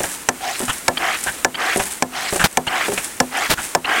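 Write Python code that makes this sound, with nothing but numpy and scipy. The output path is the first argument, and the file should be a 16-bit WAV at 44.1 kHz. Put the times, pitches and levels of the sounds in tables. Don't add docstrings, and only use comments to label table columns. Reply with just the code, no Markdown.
import sys
import numpy as np
from scipy import signal
from scipy.fft import rfft, irfft
from scipy.io import wavfile
from scipy.ndimage import uniform_filter1d, map_coordinates

SR = 44100
rng = np.random.default_rng(int(sys.argv[2]) if len(sys.argv) > 2 else 0)


def wav_out(sig):
    wavfile.write(sys.argv[1], SR, np.round(np.clip(np.atleast_2d(sig).T, -1, 1) * 32767).astype(np.int16))


N = 176400


# t/s, body level/dB, crack level/dB, ping f/Hz, water column level/dB, rod re body/dB
CLACKS = [(0.2881, -1.5, -0.5, 6100, -24, 0.5), (0.881, 3.5, 0.5, 5420, -22.5, 3.5),
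          (1.4469, 6, 1, 5630, -18, 4), (2.024, 1.5, -3.5, 5630, -17.5, 0),
          (2.5723, 5.5, -0.5, 6160, -16.5, -7), (3.202, 1, -4.5, 5570, -17, -2),
          (3.75, 8, 1.5, 5370, -21, -3)]
# f/Hz, level/dB, T60/s
PUMP_MODES = [(163.8, -38, 0.44), (356, -23, 0.15), (417, -18.5, 0.078), (501, -23, 0.13),
              (558, -18, 0.074), (695, -17, 0.11), (751, -9, 0.064), (860, -9, 0.042), (933, -20.5, 0.1),
              (1039, -16, 0.074)]
# f/Hz, level/dB, T60/s
ROD_MODES = [(1355, -17, 0.056), (1577, -10, 0.027), (1724, -13.5, 0.061), (2270, -7, 0.012)]
# f/Hz, level/dB
CRACK_SPECTRUM = [(100, -31.5), (700, 2.5), (1800, 4), (3800, -5.5), (5500, -1), (8000, 1), (11000, -13.5),
                  (16000, -23)]
COLUMN_HZ, COLUMN_T60_S = 252, 0.27

def piston_clacks():
    out, t = np.zeros(N), np.arange(SR // 3) / SR
    for s, body_db, crack_db, hz, column_db, rod_db in CLACKS:
        crack = amp(-4) * decay(t, t60=0.019, hold=0.0021) * noise(CRACK_SPECTRUM, len(t))
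        ping = amp(-4.5) * decay(t, t60=0.021) * np.sin(2 * np.pi * hz * t)
        column = amp(column_db) * decay(t, COLUMN_T60_S) * np.sin(2 * np.pi * COLUMN_HZ * t)
        pump = ring(PUMP_MODES, t, scatter_db=1, detune=0.004)
        rod = amp(rod_db) * ring(ROD_MODES, t, scatter_db=1.5, detune=0.01)
        body = pump + rod + amp(-16) * cooler(t)
        add(out, s, column + amp(body_db) * body + amp(crack_db) * (crack + ping))
    return out


# t/s, level/dB
KNOCKS = [(.003, -8), (0.04, -13.5), (0.602, -10), (0.618, -12.5), (1.26, -14.5), (1.759, -2.5),
          (1.798, -10), (2.324, -5), (2.357, -7), (2.881, -6.5), (2.918, -8)]
# f/Hz, level/dB, T60/s
BARREL_MODES = [(191.4, -25, 0.34), (368, -10.5, 0.06), (577, -17, 0.1), (743, -13.5, 0.048)]
# f/Hz, level/dB
WET_SPECTRUM = [(60, -2), (200, -4), (450, -12), (800, -2), (1100, -5.5), (1600, -1.5), (2200, -8.5),
                (2900, -5), (4500, -21), (8000, -11.5), (16000, -37)]

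def barrel_knocks():
    out, t = np.zeros(N), np.arange(SR // 3) / SR
    for s, db in KNOCKS:
        slap = amp(-4.5) * decay(t, t60=0.021) * noise(WET_SPECTRUM, len(t))
        barrel = ring(BARREL_MODES, t, scatter_db=0, detune=0.015)
        add(out, s, amp(db) * onset(t, rise=0.004) * (barrel + slap + amp(-13) * cooler(t)))
    return out


# f/Hz, level/dB
COOLER_SPECTRUM = [(60, -14), (160, -2), (280, -4.5), (420, -1), (800, -2), (1200, -12), (3000, -35)]

def cooler(t):
    return decay(t, t60=0.13) * noise(COOLER_SPECTRUM, len(t))


# start t/s, end t/s, squirt level/dB, fizz level/dB, spout note level/dB
JETS = [(0.394, 0.559, -34, -29.5, -26.5), (0.98, 1.153, -25, -29.5, -27.5),
        (1.558, 1.743, -24, -29.5, -29), (2.112, 2.296, -30.5, -29, -33), (2.669, 2.859, -24.5, -31, -28),
        (3.308, 3.469, -26, -28.5, -27), (3.836, 4.014, -22.5, -30, -26.5)]
# f/Hz, level/dB
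JET_SPECTRUM = [(80, -45), (200, -9.5), (350, 0.5), (560, -4), (760, -3.5), (900, -3), (1080, 1.5),
                (1250, 1.5), (1600, 4), (2200, 3.5), (2700, -3), (3200, -1), (4200, -41), (16000, -50)]
# f/Hz, level/dB
COLUMN_SPECTRUM = [(400, -51), (950, 1.5), (1250, -6), (1650, 0.5), (2100, -4.5), (6000, -48)]
# f/Hz, level/dB
FIZZ_SPECTRUM = [(100, -38), (1200, -13), (2400, -1), (3300, 5), (4700, 0), (6500, 1), (9000, -7.5),
                 (16000, -11)]
SPOUT_HZ, SPOUT_SKIRT_HZ = 765, 202

def jets():
    flutter = amp(1.6 * wobble(70))
    jet = flutter * water(JET_SPECTRUM, (465, 3840), cycles=3.7, spread_db=0, noise_db=-1, count=6000)
    column = water(COLUMN_SPECTRUM, (850, 2200), cycles=5, spread_db=3, noise_db=-7, count=2500)
    column *= flutter
    fizz = water(FIZZ_SPECTRUM, (2170, 13900), cycles=8.2, spread_db=-5.5, noise_db=-5, count=7000)
    note = noise([(SPOUT_HZ / 2, -60), (SPOUT_HZ - SPOUT_SKIRT_HZ, -22), (SPOUT_HZ, 0),
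                  (SPOUT_HZ + SPOUT_SKIRT_HZ, -22), (SPOUT_HZ * 2, -60)])
    out = np.zeros(N)
    for start, end, db, fizz_db, note_db in JETS:
        middle = (start + end) / 2
        squirt = amp(2.5) * glide(jet, middle, octaves_per_s=1.4, reach=0.07)
        squirt += amp(-1.5) * glide(column, middle, octaves_per_s=7, reach=0.06)
        rising_fizz = glide(fizz, middle, octaves_per_s=5, reach=0.07)
        out += amp(db) * swell(start, end, rise=0.052, t60=0.1) * squirt
        out += amp(fizz_db) * swell(start, end, rise=0.06, t60=0.26) * rising_fizz
        out += amp(note_db) * swell(start, end - 0.045, rise=0.052, t60=0.1) * note
    return out


# t/s, duration/s, level/dB, rise time/s
SPITS = [(2.439, 0.031, -2, 0.0054), (3.491, 0.051, -6, 0.035)]
# f/Hz, level/dB
SPIT_SPECTRUM = [(40, -12), (170, -7), (300, -11), (900, -10.5), (2000, -10.5), (4500, -13), (6500, -16.5),
                 (9500, -17.5), (16000, -21.5)]
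SPIT_HOLD_SHARE, SPIT_FADE_DB = 0.42, 12

def air_spits():
    spit = water(SPIT_SPECTRUM, (520, 12400), cycles=0.38, spread_db=2.5, noise_db=-3, count=8000)
    out = np.zeros(N)
    for s, length, db, rise in SPITS:
        progress = (clock() - s) / length
        fade = np.clip((progress - SPIT_HOLD_SHARE) / (1 - SPIT_HOLD_SHARE), 0, 1)
        out += amp(db - SPIT_FADE_DB * fade) * swell(s, s + length, rise, t60=0.018) * spit
    return out


# t/s, duration/s, level/dB, mid-chirp f/Hz
CHIRPS = [(.971, 0.0087, -16.5, 3120), (1.544, 0.013, -19, 3084), (2.286, 0.0039, -23, 4930),
          (2.674, 0.011, -16.5, 2900), (3.845, 0.013, -15, 2760)]
# ratio to the chirp's f, level/dB
RASP_SPECTRUM = [(.15, -4.5), (.55, 0), (1, -1), (1.5, -13), (1.8, -26), (3.5, -40)]
CHIRP_OCTAVES_PER_S = 11

def valve_chirps():
    out, t = np.zeros(N), np.arange(SR // 10) / SR
    for s, length, db, hz in CHIRPS:
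        pitch = hz * 2 ** (CHIRP_OCTAVES_PER_S * (np.minimum(t, 2 * length) - length / 2))
        phase = 2 * np.pi * np.cumsum(pitch) / SR + 0.8 * wobble(550)[:len(t)]
        squeak = np.sin(phase) + 0.6 * onset(t, length) ** 2 * np.sin(1.42 * phase)
        rasp = 0.6 * noise([(ratio * hz, level) for ratio, level in RASP_SPECTRUM], len(t))
        envelope = onset(t, rise=0.001) * decay(t, t60=0.016, hold=length)
        add(out, s, amp(db) * envelope * (squeak + rasp))
    return out


# t/s, duration/s, level/dB, air pocket f/Hz
GULPS = [(0.037, 0.0032, -20, 774), (0.679, 0.015, -21, 1320), (0.694, 0.012, -21, 3240),
         (1.268, 0.026, -20, 1730), (1.5, 0.007, -40, 660), (1.794, 0.014, -17.5, 750),
         (2.394, 0.034, -16, 1700), (2.667, 0.0044, -18, 850), (2.976, 0.0032, -14.5, 2530),
         (3.574, 0.03, -24, 1590)]

def gulps():
    bubbles = water(WET_SPECTRUM, (405, 5130), cycles=6, spread_db=1.5, noise_db=6.5, count=8000)
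    out, t = np.zeros(N), np.arange(SR // 8) / SR
    for s, length, db, hz in GULPS:
        pocket_peak = [(hz / 1.38, 0), (hz, 9), (hz * 1.15, 0)]
        gulp = colour(bubbles[round(s * SR):][:len(t)], pocket_peak)
        add(out, s, amp(db) * onset(t, rise=0.0014) * decay(t, t60=0.076, hold=length) * gulp)
    return out


# t/s, level/dB, f/Hz
GLUGS = [(0.626, -19.5, 248), (1.767, -17.5, 392), (2.327, -25, 385), (2.887, -15, 406.6)]

def glugs():
    out, t = np.zeros(N), np.arange(SR // 4) / SR
    for s, db, hz in GLUGS:
        add(out, s, amp(db) * onset(t, rise=0.0049) * decay(t, t60=0.2) * np.sin(2 * np.pi * hz * t))
    return out


# start t/s, end t/s, level/dB
SHOWERS = [(-.06, 0.125, -28.5), (0.545, 0.762, -29), (1.143, 1.304, -30), (1.712, 1.908, -29),
           (2.293, 2.338, -22.5), (2.825, 3.067, -29.5), (3.584, 3.634, -27.5)]
# f/Hz, level/dB
SPRAY_SPECTRUM = [(80, -12), (280, -4.5), (500, -16), (850, 1), (1100, -5.5), (1700, 1.5), (2700, -3.5),
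                  (4600, -7), (6200, -3.5), (8300, 1.5), (10000, 1), (12500, -7.5), (16000, -11)]
# t/s, level/dB
SPLATS = [(.123, -26), (.652, -21), (1.238, -16), (1.771, -18), (1.918, -31), (2.527, -26), (2.935, -20),
          (3.043, -20), (3.168, -36), (3.371, -25.5)]
# f/Hz, level/dB
SPLAT_SPECTRUM = [(200, -36), (3000, -9), (6500, 0.5), (8500, 10), (11000, 1), (16000, -27)]
TICKS_PER_S, TICK_T60_S = 45, 0.008

def spray():
    clumps = amp(1.8 * wobble(60))
    drops = water(SPRAY_SPECTRUM, (874, 13300), cycles=0.41, spread_db=5, noise_db=4, count=11000)
    hits = (rng.random(N) < TICKS_PER_S / SR) * rng.uniform(0.3, 1, N)
    ticks = amp(12) * signal.lfilter([1], [1, -decay(1 / SR, TICK_T60_S)], hits)
    shower = sum(amp(db) * swell(start, end, rise=0.052, t60=0.61) for start, end, db in SHOWERS)
    splats = sum(amp(db) * swell(s, s + 0.0015, rise=0.0011, t60=0.036) for s, db in SPLATS)
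    return shower * clumps * drops + (shower * ticks + splats) * noise(SPLAT_SPECTRUM)


# f/Hz, level/dB
YARD_SPECTRUM = [(20, -4), (60, 4.5), (130, 0), (300, 9), (450, 4.5), (800, 3), (1300, 4), (2500, 1),
                 (5000, -5), (8500, 2.5), (12000, -5), (16000, -8.5)]

def yard():
    return amp(-34.5 + 1.1 * wobble(6)) * noise(YARD_SPECTRUM)


def ring(modes, t, scatter_db, detune):
    hz, db, t60 = np.transpose(modes)[:, :, None]
    level, shift = rng.standard_normal((2, len(modes), 1))
    sign = (-1) ** np.arange(len(modes))[:, None]
    tones = np.sin(2 * np.pi * hz * (1 + detune * shift) * t)
    return np.sum(sign * amp(db + scatter_db * level) * decay(t, t60) * tones, 0)


def water(spectrum, band_hz, cycles, spread_db, noise_db, count):
    when, pitch, size, sign = rng.random((count, 4)).T[:, :, None]
    low, high = band_hz
    hz = low * (high / low) ** pitch
    age = np.arange(320)
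    turns = hz * age / SR
    strength = amp(-spread_db * np.log(1 - 0.985 * size)) * hz / high
    grains = np.sign(sign - 0.5) * strength * np.sin(2 * np.pi * turns) * np.exp(-turns / cycles)
    positions = (when * N).astype(int) + age
    cloud = np.bincount(positions.ravel(), grains.ravel(), minlength=N)[:N]
    return unit(colour(cloud, spectrum) + amp(noise_db) * noise(spectrum))


def glide(x, centre, octaves_per_s, reach):
    speed = 2 ** (octaves_per_s * np.clip(clock() - centre, -reach, reach))
    return np.interp(np.cumsum(speed) % N, np.arange(N), x)


def colour(x, spectrum):
    f, db = np.transpose(spectrum)
    hz = np.fft.rfftfreq(len(x), 1 / SR)
    gain = amp(np.interp(np.log(hz + 1), np.log(f), db))
    return unit(irfft(rfft(x) * gain, len(x)))


def noise(spectrum, samples=N):
    return colour(rng.standard_normal(samples), spectrum)


def wobble(rate):
    return map_coordinates(rng.standard_normal(2048), [clock() * rate], mode="wrap")


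def onset(t, rise):
    return np.clip(t / rise, 0, 1)


def decay(t, t60, hold=0):
    return amp(-60 * np.maximum(t - hold, 0) / t60)


def swell(start, end, rise, t60):
    return onset(clock() - start, rise) * decay(clock(), t60, hold=end)


def amp(db):
    return 10 ** (np.asarray(db) / 20)


def unit(x):
    return x / np.sqrt(np.mean(x ** 2) + 1e-20)


def clock():
    return np.arange(N) / SR


def add(out, s, sound):
    i = max(0, round(s * SR))
    out[i:i + len(sound)] += sound[:max(0, N - i)]


def scene():
    pump = piston_clacks() + barrel_knocks() + glugs() + jets() + valve_chirps() + gulps() + air_spits()
    return (pump + spray() + yard())[None]


THRESHOLD_DB, RECOVER_DB_PER_S, TOP_HZ = 1.5, 47, 16000

def record(dry):
    over_db = np.maximum(20 * np.log10(np.abs(dry[0]) + 1e-9) - THRESHOLD_DB, 0)
    recovery = RECOVER_DB_PER_S * clock()
    duck_db = uniform_filter1d(np.maximum.accumulate(over_db + recovery) - recovery, size=64)
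    ducked = dry * amp(-duck_db)
    rounded = ducked / (1 + np.abs(ducked) ** 8) ** (1 / 8)
    return irfft(rfft(rounded) * (np.fft.rfftfreq(N, 1 / SR) < TOP_HZ), N)


dry = scene()
out = record(dry)
wav_out(out)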